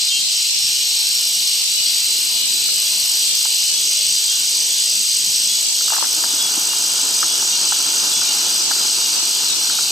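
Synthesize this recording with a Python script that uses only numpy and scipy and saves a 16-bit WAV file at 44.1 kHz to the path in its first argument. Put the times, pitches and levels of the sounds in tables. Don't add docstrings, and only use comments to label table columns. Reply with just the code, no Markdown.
import sys
import numpy as np
from scipy import signal
from scipy.io import wavfile
from scipy.ndimage import uniform_filter1d

SR = 44100
rng = np.random.default_rng(int(sys.argv[2]) if len(sys.argv) > 2 else 0)


def store_pcm(level_fs):
    pcm = np.round(np.clip(level_fs, -1, 1) * 32767).astype(np.int16)
    wavfile.write(sys.argv[1], SR, np.atleast_2d(pcm).T)


N = 437031

# time_s, cricket_db (before trim), katydids_db,
# second_colour_share (0-1), cicada_wall_db
INSECT_LEVELS = [(0, -28, -35, 0.44, -17.5), (1.2, -26, -30.5, 0.45, -18), (2.4, -25, -29.5, 0.35, -18),
                 (3.2, -23.5, -29, 0.55, -17.5), (4.6, -24, -32, 0.61, -18), (5.4, -23, -30.5, 0.65, -18),
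                 (6.6, -24.5, -31.5, 0.73, -19), (8, -24.5, -32.5, 0.74, -17.5),
                 (9.91, -26, -32.5, 0.59, -18.5)]
# centre_hz, width_hz (before broadening), level_db, left_right_db
BODY_MODES = [(129, 150, -19, 13), (303, 142, 2.5, 0), (882, 172, 3.5, 15.5), (1316, 150, 7, -8),
              (1533, 263, 6.5, 4.5)]

FRAME = 256
FRAMES = N // FRAME + 5
TREBLE_HZ = 4400


def gain_of(db):
    return 10 ** (np.asarray(db) / 20)


def evened(x):
    return x / np.sqrt(np.mean(x ** 2) + 1e-20)


def read(points, hz):
    f, value = np.transpose(points)
    below = -90 if value[0] < -20 else value[0]
    return np.interp(np.log(hz + 1), np.log(f + 1), value, below)


def curve(rows, count=1):
    rows = np.array(rows)
    return np.interp(np.arange(N) / SR, rows[:, 0], rows[:, count])


def add(mix, s, sound):
    part = mix[:, round(s * SR):][:, :sound.shape[1]]
    part += sound[:, :part.shape[1]]


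def sides(db):
    return gain_of(np.array([[db / 2], [-db / 2]]))


def resonate(x, hz, width):
    turn = np.exp(2j * np.pi * np.cumsum(hz * np.ones(x.shape[-1])) / SR)
    r = np.exp(-np.pi * width / SR)
    smooth = signal.lfilter([1 - r], [1, -r], x / turn)
    return 2 * (turn * smooth).real


def waver(rate_hz):
    t = np.arange(0, N + 64, 64) / SR
    rates = np.geomspace(rate_hz / 20, rate_hz, 24)
    slow = sum(np.sin(2 * np.pi * (f * t + rng.random())) / np.sqrt(f) for f in rates)
    return np.repeat(evened(slow), 64)[:N]


def image_width():
    moments = [.25, .53, 1.64, 1.78, 2.45, 2.7, 3.31, 3.73, 5.68, 6.01, 8.65, 9.19, 9.54]
    width_s, share = 0.089, 0.93
    t = np.arange(FRAMES) * FRAME / SR - FRAME / SR
    humps = sum(share * np.exp(-(2 * (t - s) / width_s) ** 4) for s in moments)
    return np.clip(humps, 0, 1)


def crowd(field_db, patchy_db, streak_db):
    # frequency_hz, likeness (0-1)
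    likeness = [(60, 0.5), (140, 0.3), (330, 0.73), (770, 0.29), (1170, 0.55), (1790, 1), (2740, 0.11),
                (3600, 0.069), (4300, 0.066), (4600, 1), (8000, 1), (9500, 0.32), (10500, 0.44),
                (11000, 0.78), (13000, 0.97), (15000, 0.49)]
    # frequency_hz, left_right_db
    balance = [(60, 0.5), (150, 1), (380, 0.5), (950, 2), (2380, -1.5), (4200, 4), (5970, 0), (9500, -5.5),
               (12000, 0.5), (15000, 3.5)]
    hz = np.fft.rfftfreq(1024, 1 / SR)
    a, b, c, d, patches, streaks = rng.standard_normal((FRAMES, 513, 6)).T
    patches = uniform_filter1d(patches, size=10, axis=0)
    patches = evened(uniform_filter1d(patches, size=20, axis=1))
    streaks = evened(uniform_filter1d(streaks, size=24, axis=1))

    treble_width = image_width() * (hz > TREBLE_HZ)[:, None]
    same = np.clip(read(likeness, hz), -1, 1)[:, None] * (1 - treble_width)
    left, other = a + 1j * b, c + 1j * d
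    z = np.array([left, same * left + np.sqrt(1 - same ** 2) * other])

    ripple_db = 1.4 * rng.standard_normal((513, 1))
    dip_db = -0.5 * treble_width
    level_db = field_db(hz) + patchy_db * patches + streak_db * streaks + ripple_db + dip_db
    half_lean = read(balance, hz)[:, None] / 2
    z *= gain_of(level_db) * gain_of([half_lean, -half_lean])
    return evened(signal.istft(z, nperseg=1024, noverlap=768)[1][:, :N])


def whines():
    whine_hz = [4828, 4985, 5120, 5556, 5784, 5959, 6170]
    level_db, width_hz, waver_db = -23, 25, 3.5
    return sum(gain_of(level_db + waver_db * waver(3.))
               * evened(resonate(rng.standard_normal(N), hz, width_hz)) for hz in whine_hz)


def far_cicadas():
    # frequency_hz, density_db (per Hz)
    first_colour = [(1500, -43), (1900, -22.5), (2750, -3.5), (2900, 3), (3080, -5.5), (3850, 0.5),
                    (4050, 4.5), (5570, -7), (6870, -10), (8600, -6.5), (9900, -27.5), (15500, -27)]
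    second_colour = [(1500, -52), (1900, -30), (2900, -7.5), (4200, -8), (4650, -2), (6200, 2.5),
                     (7200, -3.5), (8600, -11), (9900, -15.5), (15500, -30)]
    at_frames = np.minimum(np.arange(FRAMES) * FRAME, N - 1)
    share = np.clip(curve(INSECT_LEVELS, count=3), 0, 1)[at_frames]

    def colour_db(hz):
        return read(first_colour, hz)[:, None] * (1 - share) + read(second_colour, hz)[:, None] * share

    wall = crowd(colour_db, patchy_db=0.43, streak_db=2.0)
    return gain_of(curve(INSECT_LEVELS, count=4)) * (wall + whines())


def nearer_cicada():
    # time_s, pitch_hz, level_db
    slide = [(.1, 5380, -36), (.6, 5480, -27), (1.1, 5500, -27), (1.9, 5550, -28), (2.4, 5600, -41)]
    pitch_hz = curve(slide)
    buzz = resonate(rng.standard_normal(N), pitch_hz, 240.)
    buzz = evened(resonate(buzz, pitch_hz, 240.))
    return gain_of(curve(slide, count=2)) * buzz


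def cricket():
    # time_s, strokes_per_s
    pace = [(0, 50.45), (2.45, 48.57), (3.22, 51.51), (6.08, 52.11), (6.38, 49.37), (6.45, 53.22),
            (7.61, 51.31), (9.91, 52.57)]
    # frequency_hz, width_hz, level_db (relative)
    lingering = [(7480, 60, -4), (7700, 80, -5), (7820, 30, -3), (8000, 60, -6), (8133, 40, -2),
                 (8281, 30, -4), (8500, 30, -7)]
    strokes = .7 + np.cumsum(curve(pace)) / SR + .02 * waver(12.)
    number, stage = strokes.astype(int), strokes % 1
    strength_db, detune = rng.standard_normal((number.max() + 1, 2)).T
    closing = np.clip(stage / 0.52, 0, 1)

    roughness_hz = 50 * evened(uniform_filter1d(rng.standard_normal(N), size=60))
    hz = (8650 - 1150 * closing) * (1 + .006 * detune[number]) + roughness_hz
    swell = np.sin(np.pi * closing ** 1.38) ** 1.15
    tone = np.sin(2 * np.pi * np.cumsum(hz) / SR) * swell
    tone = evened(tone * gain_of(strength_db[number]))

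    rings = sum(gain_of(db) * resonate(tone, f, w) for f, w, db in lingering)
    echoes = np.array([gain_of(-9.0) * np.roll(tone, round(s * SR)) for s in (.0098, .0105)])
    dip_db = -0.91 * np.repeat(image_width(), FRAME)[:N]
    level_db = curve(INSECT_LEVELS) - 7.5 + dip_db + 0.26 * waver(6.5)
    return gain_of(level_db) * sides(0.58) * (tone + gain_of(11.5) * rings + echoes)


def katydids():
    # frequency_hz, density_db (per Hz)
    rasp_colour = [(9400, -16), (9750, 5), (10100, -5.5), (10450, 3.5), (10900, -5.5), (12700, 2),
                   (13600, 0), (14800, -6), (15600, -19)]
    beat_hz = 54.0 + 0.89 * waver(2.99)
    group_hz = 15.5 + 1.47 * waver(2.2)
    beat = np.cos(2 * np.pi * np.cumsum(beat_hz) / SR)
    groups = np.cos(2 * np.pi * np.cumsum(group_hz) / SR)
    rasp = crowd(lambda hz: read(rasp_colour, hz)[:, None], patchy_db=1.0, streak_db=2.1)
    level_db = curve(INSECT_LEVELS, count=2) + 1.2 * beat + 1.1 * groups + 0.41 * waver(9.1)
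    return gain_of(level_db) * rasp


def far_hum():
    # frequency_hz, density_db (per Hz)
    hum_colour = [(19, -38), (32, -24), (55, -9), (211, -1), (526, -1), (582, -4), (917, 1), (1120, -6),
                  (1800, -5), (2340, -1), (3960, -120)]
    level_db = np.interp(np.arange(N) / SR, [1.7, 2.2], [-46.5, -44.4])
    return gain_of(level_db) * crowd(lambda hz: read(hum_colour, hz)[:, None], patchy_db=1.5, streak_db=4.0)


def frog(length, hz, scoop, lead, db, who, chance):
    # multiple, level_db, lasting_share (of the note)
    sacs = [
        [(9, -1.5, 1), (10, -7, .4)],
        [(7, -6, 1), (8, -4, .8), (9, -8, 1)],
        [(13, -6, .7), (15, -1, 1), (17, -4, .35), (19, -4, .2)],
        [(13, 0, .55), (15, -11, 1), (17, -5, 1.3)],
        [(9, -10, .8), (10, -1, 1), (11, 0, .4), (12, -2, .3)],
        [(8, -3, .8), (9, -2, .5)],
    ]
    t = np.arange(round((1.7 * length + .1) * SR)) / SR - .05
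    scoop_up = scoop * np.exp(-(t + .05) / .04)
    wobble = .002 * np.cos(2 * np.pi * (8 * t + chance[0]))
    turns = np.cumsum(hz * (1 - scoop_up + wobble)) / SR
    lag = np.array([[0], [1]]) * (chance[20:] - .7) * .3
    note = 0
    for k, line_db, lasts in sacs[who]:
        early_s = lead * (k * hz - 3200) / 1000
        stage = np.clip((t + early_s) / (1.35 * length * lasts) + .1, 0, 1)
        ramp = np.minimum(np.minimum(stage / .2, (1 - stage) / .5), 1)
        swell = np.sin(np.pi / 2 * ramp) ** 2
        flutter_db = 5 * stage * (np.cos(2 * np.pi * (40 * t + chance[20 + k])) - 1)
        pan = sides(6 * (k * hz - 2950) / 1000)
        tone = np.sin(2 * np.pi * (k * turns + chance[k] + lag[:, [k]]))
        note = note + gain_of(line_db + flutter_db) * swell * pan * tone
    return np.sqrt(2) * gain_of(db - 0.5) * note


def frogs(mix):
    # start_s, length_s (nominal), level_db (before trim), voice (index)
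    notes = [(.1, .13, -21, 2), (.76, .2, -30, 5), (1.82, .15, -26, 5), (2.34, .2, -31, 1),
             (2.81, .16, -29, 5), (3.17, .09, -30, 1), (3.3, .06, -29, 2), (3.69, .24, -27, 5),
             (3.96, .13, -28, 1), (4.29, .07, -26, 2), (4.64, .2, -31, 5), (4.77, .12, -26, 1),
             (5.49, .12, -27, 0), (5.5, .17, -28, 1), (5.88, .09, -30, 3), (6.26, .15, -30, 1),
             (6.4, .11, -22, 0), (6.69, .09, -29, 3), (6.97, .14, -29, 1), (7.285, .11, -27, 0),
             (7.515, .08, -26, 3), (7.725, .07, -26, 1), (8.125, .13, -26, 0), (8.275, .08, -26, 3),
             (8.44, .09, -29, 1), (9.03, .07, -28, 3), (9.515, .055, -24, 4), (9.735, .08, -27, 4)]
    # start_hz, final_gain_hz, warm_up_s, flat_start_share,
    # lead_of_higher_harmonics_s_per_khz; the last is the first frog's earlier note, which climbs
    warming = [(365.5, 22, 10, 0, .03), (417, 9.5, 2.7, 0, .03), (211.4, 20, 20, 0, .03),
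               (211.8, 20, 20, 0, .03), (381, 0, 1, .04, .03), (365.5, 22, 10, 0, -.27)]
    for (s, length, db, who), chance in zip(notes, rng.random((len(notes), 60))):
        start_hz, gain_hz, warm_s, scoop, lead = warming[who]
        hz = start_hz + gain_hz * (1 - np.exp(-s / warm_s))
        add(mix, s - .05, frog(length, hz, scoop, lead, db, who, chance))


def body(blows, shares_db):
    total = 0
    for k, (hz, width, db, pan_db) in enumerate(BODY_MODES):
        ring = resonate(resonate(blows, hz, 2.33 * width), hz, 2.33 * width)
        level = (-1) ** k * gain_of(db + shares_db[k]) / np.sqrt(width)
        total = total + level * sides(pan_db) * ring
    return total


def knock(db, low_db):
    rattle = rng.standard_normal(1500)
    dying = np.exp(-np.arange(len(rattle)) / 300.)
    blows = signal.unit_impulse(len(rattle)) + .3 * rattle * (abs(rattle) > 2.4) * dying
    blows = uniform_filter1d(np.roll(blows, 8), size=12)
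    ring = body(blows, [low_db - 18.0, low_db - 24.0, low_db + 4.5, 0, 0])
    reference = abs(body(blows, [-60, -60, -60, -3.5, 5.5])).max()
    return gain_of(db + 2.5) * ring / reference


def knocks(mix):
    # time_s, level_db (before trim), low_modes_db (relative)
    blow_list = [(2.6856, -28, -13), (3.454, -28.5, -2), (5.8076, -27, -17), (5.88, -24, -9),
                 (5.902, -21, -7), (5.9224, -29.5, 12.5), (5.9315, -18, -12), (5.944, -23, -6),
                 (5.9636, -19, -8), (5.9802, -23.5, 2), (6.006, -31, 0), (6.025, -20, 3),
                 (6.0425, -18.5, -9), (6.5764, -31, 5), (9.7866, -21, -6)]
    for s, db, low_db in blow_list:
        add(mix, s, knock(db, low_db))


def motor():
    # time_s, level_db (before trim)
    run = [(5.8, -50), (5.95, -42), (6.3, -35), (7.2, -35.5), (8.3, -34), (9.91, -37.5)]
    strength = gain_of(1.4 * np.minimum(rng.exponential(1, (3, N)), 5))
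    struck = rng.random((3, N)) < 1200 / SR
    clicks = strength * struck * rng.choice([-1, 1], (3, N))
    clicks = clicks[0] + 0.37 * clicks[1:]
    clicks = uniform_filter1d(clicks, size=12)
    running = np.clip((np.arange(N) / SR - run[0][0]) / 0.066, 0, 1)
    level_db = curve(run) - 1.8 + 1.33 * waver(40.)
    return gain_of(level_db) * running * evened(body(clicks, np.zeros(len(BODY_MODES))))


def ticks(mix):
    first_s, every_s = 6.2387, .4942
    for s in np.arange(first_s, N / SR, every_s):
        add(mix, s, knock(-21 + 5 * rng.standard_normal(), low_db=-11))


def thud(db):
    turns = np.arange(1200) / SR * BODY_MODES[1][0]
    swell = turns * np.exp(1 - turns * 1.6)
    return gain_of(db + 3.0) * np.ones((2, 1)) * swell * np.sin(2 * np.pi * turns)


def thuds(mix):
    # time_s, level_db (before trim)
    bumps = [(6.337, -28), (6.576, -25)]
    for s, db in bumps:
        add(mix, s, thud(db))


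def scene():
    mix = far_cicadas() + nearer_cicada() + cricket() + katydids() + far_hum()
    frogs(mix)
    knocks(mix)
    mix += motor()
    ticks(mix)
    thuds(mix)
    return mix


def record(dry):
    roll_off = signal.butter(2, 33., "highpass", fs=SR, output="sos")
    thinned = signal.sosfilt(roll_off, dry)
    band_limit = signal.firwin(511, 15450, window=("kaiser", 9), fs=SR)
    return signal.oaconvolve(thinned, band_limit[None], "same")


dry = scene()
out = record(dry)
store_pcm(out)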